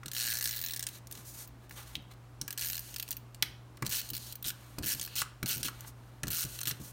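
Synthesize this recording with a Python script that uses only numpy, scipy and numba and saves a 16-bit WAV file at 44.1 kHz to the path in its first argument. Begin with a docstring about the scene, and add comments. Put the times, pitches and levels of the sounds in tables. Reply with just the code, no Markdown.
"""Tape runner on paper, close up.

A hand-held tape runner is drawn along paper on a cutting mat. Its ratchet clicks tooth by tooth, blurring to a
rasp in fast strokes, and rings the hollow shell. Nose and fingers slide on the paper, touch-downs knock the
shell and thump the table, paper and plastic snap now and then; a small room hums quietly."""
import sys
import numpy as np
from scipy import signal
from scipy.fft import rfft, irfft, next_fast_len
from scipy.io import wavfile
from scipy.ndimage import uniform_filter1d
from numba import njit

SR = 44100
rng = np.random.default_rng(int(sys.argv[2]) if len(sys.argv) > 2 else 0)


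def put_to_file(sound):
    """Save the sound as 16-bit audio at rate SR, in the file named by the first command-line argument."""
    columns = np.atleast_2d(sound).T  # one column per channel
    safe = np.clip(columns, -1, 1)
    whole_steps = np.round(safe * 32767)
    wavfile.write(sys.argv[1], SR, whole_steps.astype(np.int16))


N = 305172

# Runner travel, per stroke: (time [s], rolled so far [teeth])
STROKE_TRAVEL = [
    [(.1335, 0), (.1656, 2), (.3871, 15), (.4096, 16), (.4563, 19), (.528, 23), (.5618, 25), (.5705, 26),
     (.5908, 27), (.7085, 32), (.7613, 34), (.8265, 36), (.8677, 37)],
    [(2.5762, 0), (2.6099, 2), (2.6701, 7), (2.7002, 9), (2.7206, 10), (2.7432, 11), (2.7674, 12),
     (2.7929, 13)],
    [(3.8645, 0), (3.8943, 1), (3.9095, 2), (3.968, 8), (4.002, 12)],
    [(4.1334, 0), (4.1661, 2)],
    [(4.4427, 0), (4.482, 4), (4.5023, 6)],
    [(4.8324, 0), (4.842, 1), (4.861, 2), (4.916, 8), (4.936, 10)],
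    [(5.0129, 0), (5.0283, 1), (5.0496, 2)],
    [(5.1539, 0), (5.205, 6), (5.2176, 7)],
    [(5.459, 0), (5.4778, 1), (5.51, 4), (5.5579, 9)],
    [(5.6306, 0), (5.646, 1), (5.6828, 5)],
    [(6.3034, 0), (6.33, 2), (6.414, 9), (6.439, 11)],
    [(6.6545, 0), (6.6728, 1), (6.7106, 4)],
]
# Tooth force, per stroke:
# (time [s], rattle [dB], fizz re rattle [dB], shell re rattle [dB], rebound re rattle [dB])
STROKE_PRESSURE = [
    [(.13, -40, -3, -3, -8), (.17, -33.5, -5, 0.5, -0.5), (.3, -34.5, -2, -2, 1),
     (.39, -31.5, -8, -6.5, -11), (.46, -29.5, -5, -5.5, -8), (.54, -40.5, 3, 1, -3.5),
     (.62, -38, 3, 1.5, -5.5), (.75, -35.5, -1, -2, -6.5), (.83, -32, -8, -6.5, -10),
     (.87, -31.5, -11, -5.5, -26)],
    [(2.58, -35, -5, -3.5, -4), (2.61, -35.5, -4, -3, -4.5), (2.67, -37, 1.5, -5, -8),
     (2.705, -34.5, -3, -3.5, -12), (2.72, -41.5, 5.5, -3.5, 6), (2.77, -42, 0, -2, 4),
     (2.79, -41, 3, -11, -20)],
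    [(3.865, -32.5, -9, -3, -10), (3.895, -40, 0, -6, 1), (3.92, -36.5, -3, -1.5, 3.5),
     (3.968, -35, -2, -5, -2), (4.0, -39.5, 1, 2, -4.5)],
    [(4.13, -41.5, 2, 7.3, -8), (4.17, -37.5, -1.8, 1, -4)],
    [(4.44, -39.5, -8, -0.5, -1), (4.482, -31.5, -3, -11, -6.5), (4.5, -37.5, -6, -1, -20)],
    [(4.83, -42, -4, 0, -1), (4.86, -37.5, 2.5, -4.5, 0), (4.916, -35.5, -1, -5, 3.5),
     (4.94, -33, -6, -6, -12)],
    [(5.013, -31, -18, -6, -9), (5.03, -41, 2.5, -2.5, -3)],
    [(5.154, -35, -6, -3.3, -5), (5.2, -35.5, -2, -1.8, 2.5), (5.218, -29, -14, -1.3, -14)],
    [(5.46, -35, -5, -4, -5), (5.478, -37.5, 1, -6, 3), (5.505, -33.5, -2, -1.5, -0.5),
     (5.55, -36.5, -6, -7, -6.5)],
    [(5.63, -31, -9, -5, -10), (5.65, -35, -4, -4.5, 2), (5.68, -36.5, -7, -2.5, -19)],
    [(6.3, -39.5, 4, -5, -2), (6.33, -36, 1, -4, -2), (6.414, -34.5, -3, -8, 2.5),
     (6.44, -34, -3, -7, -6.5)],
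    [(6.655, -39, 0, 0, -4), (6.673, -29.5, 0, -2.5, -4.5), (6.69, -38, 3, -7, 0),
     (6.71, -33, -13, -0.5, -20)],
]


def stroke_teeth(travel, pressure):
    """Each tooth clicks once; the pawl rebounds with a second, usually weaker and fizzier click."""
    s, rolled = np.transpose(travel)
    tooth_s = np.interp(np.arange(rolled[-1] + 1), rolled, s)
    pressure_s, *columns = np.transpose(pressure)
    db, fizz_db, shell_db, rebound_db = (np.interp(tooth_s, pressure_s, c) for c in columns)
    wait_s = np.minimum(.46 * np.diff(tooth_s, append=np.inf), .0115)
    click = np.transpose([tooth_s, db, db + fizz_db, db + shell_db])
    rebound = click + np.transpose([wait_s, rebound_db, .27 * rebound_db, .81 * rebound_db])
    clicks = np.concatenate([click, rebound])  # (time [s], rattle [dB], fizz [dB], shell [dB])
    return list(clicks + rng.standard_normal(clicks.shape) * [.0005, 1.2, 1.8, 1.5])


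# Lone teeth and small ticks: (time [s], rattle [dB], fizz re rattle [dB])
LONE_TICKS = [(0.0334, -55, -9), (.059, -37.5, -6), (0.0815, -39, -6), (.1155, -38.5, -2),
              (0.8873, -42.5, 6), (0.984, -53, -5), (1.1118, -47, 9), (1.152, -47, -4), (1.174, -48, -6),
              (1.475, -55, 8), (1.4856, -70, 8), (1.6946, -56, 2), (1.7097, -50, -2), (1.724, -53, -5),
              (1.7352, -69, 5), (1.9647, -52, -10), (2.0226, -69, 3), (2.1134, -57, -4), (2.1213, -59, -10),
              (2.1363, -62, -1), (2.4137, -31, -45), (2.479, -35.5, -4), (2.506, -36.5, -4),
              (2.5269, -42, 1), (2.9415, -41, -2), (2.9617, -34.5, -5), (2.9835, -49, 7), (2.998, -36, 2),
              (3.026, -40.5, 7), (3.0785, -47.5, -9), (3.1141, -39, 7), (3.1267, -39, -7),
              (3.1677, -47.5, 8), (3.346, -49, -4), (3.7713, -54, -3), (3.823, -35.5, -9),
              (3.8495, -46, -12), (3.858, -44, -2), (4.0894, -41.5, -1), (4.102, -37.5, 2),
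              (4.3242, -38, -1), (4.3544, -46, 7), (4.426, -47.5, 9.5), (4.7852, -38, -8),
              (4.8255, -47, -9), (5.076, -45, -9), (5.429, -36.5, -2), (5.5794, -44, 5),
              (6.2331, -33.5, -16), (6.2562, -54, -7), (6.27, -42, -12), (6.2809, -35.5, -2),
              (6.589, -40.5, 0), (6.6062, -44, 7), (6.6132, -33.5, -23), (6.632, -39.5, 2)]
# Pawl rattle spectrum: (frequency [Hz], density [dB])
RATTLE_SPECTRUM = [(3000, -17.5), (4700, -4), (5500, 2), (7000, -0.5), (7600, -3), (8500, 0.5), (9800, -1),
                   (10600, -8), (12000, -7)]


def ratchet():
    """The pawl drops off each tooth: a short rattle, a fizz of adhesive letting go, a ring of the shell."""
    clicks = [(s, db, db + fizz_db, db - 2.5 + .15 * fizz_db) for s, db, fizz_db in LONE_TICKS]
    for travel, pressure in zip(STROKE_TRAVEL, STROKE_PRESSURE):
        clicks += stroke_teeth(travel, pressure)
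    s, rattle_db, fizz_db, shell_db = np.transpose(clicks)
    shape = dict(spike_s=.0008, tail_s=.0017, tail_db=-4)
    rattle = colour(burst(impulses(s, rattle_db - 2), **shape), RATTLE_SPECTRUM)
    peel = burst(impulses(s, fizz_db + 1.5), **shape)
    fizz_hz = curves(GRIP)[-1]
    fizz = mode(peel, fizz_hz, width_hz=8500)
    fizz_edge = undb(-10.5) * mode(peel, fizz_hz + 860, width_hz=910)
    ring = shell(burst(impulses(s, shell_db - 5.5), **shape))
    return rattle + fizz + fizz_edge + ring


# Loading of the runner by hand and paper:
# (time [s], hollow mode [Hz], hollow mode [dB], middle mode [dB], upper mode [Hz], fizz centre [Hz])
GRIP = [(0, 1620, 0, -4.5, 3870, 14800), (.2, 1650, -10.5, -6, 4350, 13400),
        (.35, 1690, -2, -9, 4250, 13500), (.6, 1730, -9.5, -9.5, 4070, 14400),
        (.9, 1720, -5, -5.5, 4040, 15600), (2.65, 1640, -6, -3.5, 4250, 13600),
        (3, 1570, -11, 2, 4500, 14000), (3.95, 1630, -9, -3, 4300, 13700),
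        (4.2, 1600, -18, -11, 4340, 14600), (4.5, 1530, -7.5, -0.5, 3960, 13200),
        (4.9, 1680, -5, -1, 4420, 13400), (5.2, 1380, -12.5, -2.5, 4210, 14300),
        (5.5, 1480, -7, -0.5, 4310, 13700), (6.35, 1510, -6.5, -1, 4270, 13450),
        (6.7, 1434, -6, -3, 4090, 13800)]


def shell(x):
    """The hollow plastic shell rings in three modes; their mix and tuning shift with the grip."""
    hollow_hz, hollow_db, middle_db, upper_hz, _ = curves(GRIP)
    hollow = undb(hollow_db) * mode(x, hollow_hz, width_hz=550)
    middle = undb(middle_db) * mode(x, 2850, width_hz=1200)
    upper = mode(x, upper_hz, width_hz=950)
    return hollow - middle + upper


# Hollow knocks: (time [s], level [dB], pitch [Hz])
SHELL_KNOCKS = [(0.032, -39, 1550), (1.709, -39, 1430), (2.417, -50, 1070), (2.483, -35.5, 1660),
                (3.427, -22.5, 1560), (3.775, -48, 1670), (3.825, -27.5, 1450), (4.783, -32, 980),
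                (5.075, -43, 1640), (5.219, -25, 1380), (5.429, -28.5, 1600), (5.684, -29, 1370),
                (5.847, -41, 1210), (6.236, -28, 1260), (6.271, -43, 1300), (6.708, -31, 1460)]


def knocks():
    """The shell's air space rings for a few cycles as the runner lands or lifts."""
    t, out = np.arange(int(.03 * SR)) / SR, np.zeros(N + SR)
    for s, db, hz in SHELL_KNOCKS:
        push = rng.standard_normal(len(t)) * np.exp(-t / .003)
        start = int(s * SR)
        out[start:start + len(t)] += undb(db - 3) * mode(push, hz, width_hz=1200)
    return out[:N]


# Snaps, the first of paper, the others of plastic: (time [s], level [dB], body re level [dB])
SNAPS = [(1.0705, -28.5, -33), (1.1238, -22, -23.5), (1.953, -25, -6), (3.0874, -23.5, -42),
         (3.1068, -15.5, -43), (3.4241, -6.5, -12), (4.6804, -50, -21), (4.996, -18, -21),
         (5.4899, -22, -14), (5.8067, -27, -30), (6.3124, -19.5, -34)]
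# Snap body spectrum: (frequency [Hz], density [dB])
SNAP_BODY_SPECTRUM = [(500, 4), (1200, -2), (3500, 27.5), (6000, 8), (13000, -79), (16000, -63)]
# Treble spectrum of snap edges and paper friction: (frequency [Hz], density [dB])
CRISP_SPECTRUM = [(3000, -4), (4500, 2), (6600, 8), (7700, 3.5), (8700, 7.5), (10600, 3), (13000, 7),
                  (16000, 1.5)]


def snaps():
    """Very short cracks of paper or plastic, a bright edge on a duller body."""
    snap_s, db, body_db = np.transpose(np.add(SNAPS, [.0012, 0, 0]))
    shape = dict(spike_s=.00015, tail_s=.0018, tail_db=-13)
    edge = burst(impulses(snap_s, db - 21), **shape) + impulses(snap_s, db + 2)
    body = burst(impulses(snap_s, db + body_db - 5.5), **shape)
    return colour(edge, CRISP_SPECTRUM) + colour(body, SNAP_BODY_SPECTRUM)


# Nose on paper: (peak time [s], rise [s], fall [s], treble [dB], drop at ends [dB], shell send [dB])
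NOSE_GLIDES = [(.94, 0.042, 0.038, -53.5, 3, 8.5), (2.86, .055, .075, -51.5, 2, 4.5),
               (3.0, .05, 0.15, -62, 5, -1), (4.05, 0.03, 0.037, -50, 3, 10),
               (4.29, 0.095, 0.029, -50.5, -1, 10.5), (4.98, .025, .01, -48.5, -2, 4),
               (5.135, .05, 0.011, -57.5, 0.5, 16.5), (5.605, 0.016, .017, -47.5, 6, 5),
               (6.55, 0.094, 0.039, -48.5, 2, 5.5)]
# Paper and fingers on the mat:
# (peak time [s], rise [s], fall [s], treble [dB], drop at ends [dB], scrape re treble [dB])
PAPER_SLIDES = [(1.19, 0.087, 0.063, -54.5, 8.5, -6.5), (1.3, 0.045, 0.054, -49.5, 5.5, -21),
                (1.41, 0.066, 0.046, -44.5, 11, -13), (1.635, .025, .03, -71, 4, 2),
                (1.74, 0.03, 0.024, -56.5, 6, -18), (1.78, 0.018, 0.053, -48, 11.5, -1),
                (1.9, .07, .06, -58, 3, -2), (2.115, 0.022, 0.032, -64, 25, 7.5),
                (4.7, 0.16, 0.082, -64.5, 2, 0), (5.84, .12, 0.024, -60, 5.5, 1),
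                (5.88, 0.019, 0.026, -46, 17, -11.5), (6.1, 0.14, 0.11, -71.5, 4, 1),
                (6.77, .04, .03, -62.5, 7, -1), (6.85, 0.047, 0.061, -47.5, 6.5, -12)]
# Scrape spectrum: (frequency [Hz], density [dB])
SCRAPE_SPECTRUM = [(350, -10), (700, -1), (1200, 3.5), (2000, -1), (4400, -1), (6000, -47)]


def slides():
    """Paper fibres hiss: under the nose they ring the shell, under paper and fingers they scrape lower."""
    grain = undb(1.2 * walk(rate_hz=150) + .8 * walk(rate_hz=30))
    fibres = grain * rng.standard_normal((3, N))
    nose_gain, shell_gain = slide_gains(NOSE_GLIDES)
    paper_gain, scrape_gain = slide_gains(PAPER_SLIDES)
    hiss = (nose_gain + paper_gain) * colour(fibres[0], CRISP_SPECTRUM)
    ring = undb(-16.5) * shell(shell_gain * fibres[1])
    scrape = scrape_gain * colour(fibres[2], SCRAPE_SPECTRUM)
    return hiss + ring + scrape


def slide_gains(rows, fade_s=.0088):
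    """Treble and lower-band gains: each slide fades in, swells to its peak, sinks and fades out."""
    t, treble, lower = np.arange(N) / SR, np.zeros(N), np.zeros(N)
    for peak_s, rise_s, fall_s, db, drop_db, lower_db in rows:
        start_s, end_s = peak_s - rise_s, peak_s + fall_s
        touch = np.clip(np.minimum(t - start_s, end_s - t) / fade_s + 1, 0, 1)
        gain = touch * undb(db - abs(drop_db) * np.interp(t, [start_s, peak_s, end_s], [1, 0, 1]))
        treble += gain
        lower += gain * undb(lower_db)
    return treble, lower


# Touch-downs on the table: (time [s], level [dB])
TABLE_THUMPS = [(0.056, -42.5), (1.174, -47.5), (1.71, -49), (1.968, -42.5), (2.412, -39.5), (3.422, -43),
                (3.823, -29), (4.116, -43.5), (4.456, -41.5), (4.783, -30.5), (4.832, -34.5), (4.945, -42),
                (5.216, -45.5), (5.428, -29), (5.563, -37.5), (5.595, -44), (5.649, -38), (6.234, -32.5),
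                (6.268, -34.5), (6.446, -37.5), (6.67, -43), (6.712, -41), (6.801, -39)]
# Table-top modes: (frequency [Hz], level [dB], T60 [s])
TABLE_MODES = [(56, -14, .16), (88, -13, .13), (135, 0, .11), (165, -12, .1), (220, -4, .08),
               (295, -5, .09), (385, -13, .06)]


def thumps(attack_s=.0023, shudder_t60_s=.4):
    """A soft push rings the table top, differently at each spot; table and frame shudder loosely."""
    t, out = np.arange(int(.3 * SR)) / SR, np.zeros(N + SR)
    attack = 1 - np.exp(-t / attack_s)
    spots_db = 2 * rng.standard_normal((len(TABLE_THUMPS), len(TABLE_MODES)))
    for (s, db), spot_db in zip(TABLE_THUMPS, spots_db):
        modes = sum(undb(mode_db + offset_db) * np.sin(2 * np.pi * hz * t) * decay(t, t60_s)
                    for (hz, mode_db, t60_s), offset_db in zip(TABLE_MODES, spot_db))
        rumble = mode(rng.standard_normal(len(t)), 107, width_hz=246)
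        shudder = level(rumble, -13.5) * decay(t, shudder_t60_s)
        start = int(s * SR)
        out[start:start + len(t)] += undb(db + 2) * (modes + shudder) * attack
    return out[:N]


# Early echoes: (delay [s], level [dB])
EARLY_ECHOES = [(.0035, -7), (.0115, -20)]
# Diffuse tail bands: (centre [Hz], T60 [s], relative level [dB])
TAIL_BANDS = [(1290, 0.42, -13.5), (9300, 0.21, -16.5)]


def room(x, build_s=.016):
    """Two early echoes from near surfaces, then a diffuse tail that loses its treble first."""
    t = np.arange(int(.4 * SR)) / SR
    tail = np.zeros(len(t))
    for hz, t60_s, db in TAIL_BANDS:
        band = bandpass(rng.standard_normal(len(t)), np.full(len(t), float(hz)), 1.56 * hz)
        tail += undb(db) * band * decay(t, t60_s)
    response = tail * np.clip(t / build_s, 0, 1) / np.sqrt(.0081 * SR)
    response[0] = 1  # direct sound
    for delay_s, db in EARLY_ECHOES:
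        response[int(delay_s * SR)] += undb(db)
    return signal.fftconvolve(x, response)[:N]


# Air noise spectrum: (frequency [Hz], density [dB])
AIR_SPECTRUM = [(20, -46), (35, -10), (55, 8), (80, -0.5), (160, -6), (290, -4.5), (450, -11.5),
                (1100, -12.5), (2050, -21), (5000, -28.5), (16000, -35.5)]
# Mains hum partials: (frequency [Hz], RMS level [dB])
MAINS_HUM = [(59.5, -65.5), (119.8, -54)]


def room_tone():
    """Soft air noise and a slightly wavering mains hum."""
    t, hum = np.arange(N) / SR, np.zeros(N)
    for hz, db in MAINS_HUM:
        amplitude = np.sqrt(2) * undb(db + 1.1 * walk(rate_hz=13))
        hum += amplitude * np.sin(2 * np.pi * (hz * t + .022 * walk(rate_hz=3.6)))
    air = colour(rng.standard_normal(N), AIR_SPECTRUM)
    return level(air, -57) + hum


def undb(db):
    return 10 ** (np.asarray(db) / 20)


def level(x, rms_db):
    return x * undb(rms_db) / np.sqrt(np.mean(x ** 2))


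def decay(t, t60_s):
    return 1000. ** (-t / t60_s)


def curves(table):
    """Columns after time, interpolated per sample."""
    s, *columns = np.transpose(table)
    return [np.interp(np.arange(N) / SR, s, c) for c in columns]


def walk(rate_hz):
    """Random steps, smoothed twice; spread near 1."""
    hold = int(SR / rate_hz)
    steps = np.repeat(rng.standard_normal(N // hold + 1), hold)
    return np.sqrt(2) * uniform_filter1d(uniform_filter1d(steps, hold), hold)[:N]


def impulses(s, db):
    """Train of single-sample kicks."""
    out = np.zeros(N)
    np.add.at(out, (np.asarray(s) * SR).astype(int), undb(db))
    return out


def burst(kicks, spike_s, tail_s, tail_db):
    """Each kick gates noise, a spike on a weaker tail, with the energy of 5 ms at the kick's level."""
    t = np.arange(int(.03 * SR)) / SR
    attack = 1 - np.exp(-3 * t / spike_s)
    power = attack * (np.exp(-t / spike_s) + undb(2 * tail_db) * np.exp(-t / tail_s))
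    power *= .005 * SR / np.sum(power)
    envelope = np.sqrt(np.maximum(signal.fftconvolve(kicks ** 2, power)[:N], 0))
    return envelope * rng.standard_normal(N)


def colour(x, spectrum):
    """Spectral shaping, unit power gain for white noise."""
    hz, db = np.transpose(spectrum)
    size = next_fast_len(len(x))
    bin_hz = np.arange(size // 2 + 1) * SR / size
    gain = undb(np.interp(np.log(bin_hz + 1), np.log(hz), db))
    return irfft(rfft(x, size) * level(gain, 0), size)[:len(x)]


@njit
def bandpass(x, hz, width_hz):
    """State-variable band-pass, movable centre, unit gain at the centre."""
    y, band_state, low_state = np.empty(len(x)), 0., 0.
    for i in range(len(x)):
        g, damping = np.tan(np.pi * hz[i] / SR), width_hz / hz[i]
        band = (band_state + g * (x[i] + 1e-18 - low_state)) / (1 + g * (g + damping))
        band_state = 2 * band - band_state
        low_state += 2 * g * band
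        y[i] = damping * band
    return y


def mode(x, hz, width_hz):
    """Steep resonance: two band-passes in series, scaled for bandwidth."""
    hz, width_hz = np.zeros(len(x)) + hz, float(width_hz)
    return bandpass(bandpass(x, hz, width_hz), hz, width_hz) / np.sqrt(np.pi * width_hz / 2 / SR)


def scene():
    """Runner and paper through the room, plus table thumps and room tone; mono."""
    runner = ratchet() + snaps() + knocks() + slides()
    return (room(runner) + thumps() + room_tone())[None]


def record(dry, bass_cut_hz=25, top_hz=15900):
    """The microphone drops the deepest bass and the recorder cuts the top."""
    thinned = signal.sosfilt(signal.butter(2, bass_cut_hz, "high", fs=SR, output="sos"), dry)
    return signal.sosfilt(signal.ellip(8, .2, 70, top_hz, fs=SR, output="sos"), thinned)


dry = scene()
out = record(dry)
put_to_file(out)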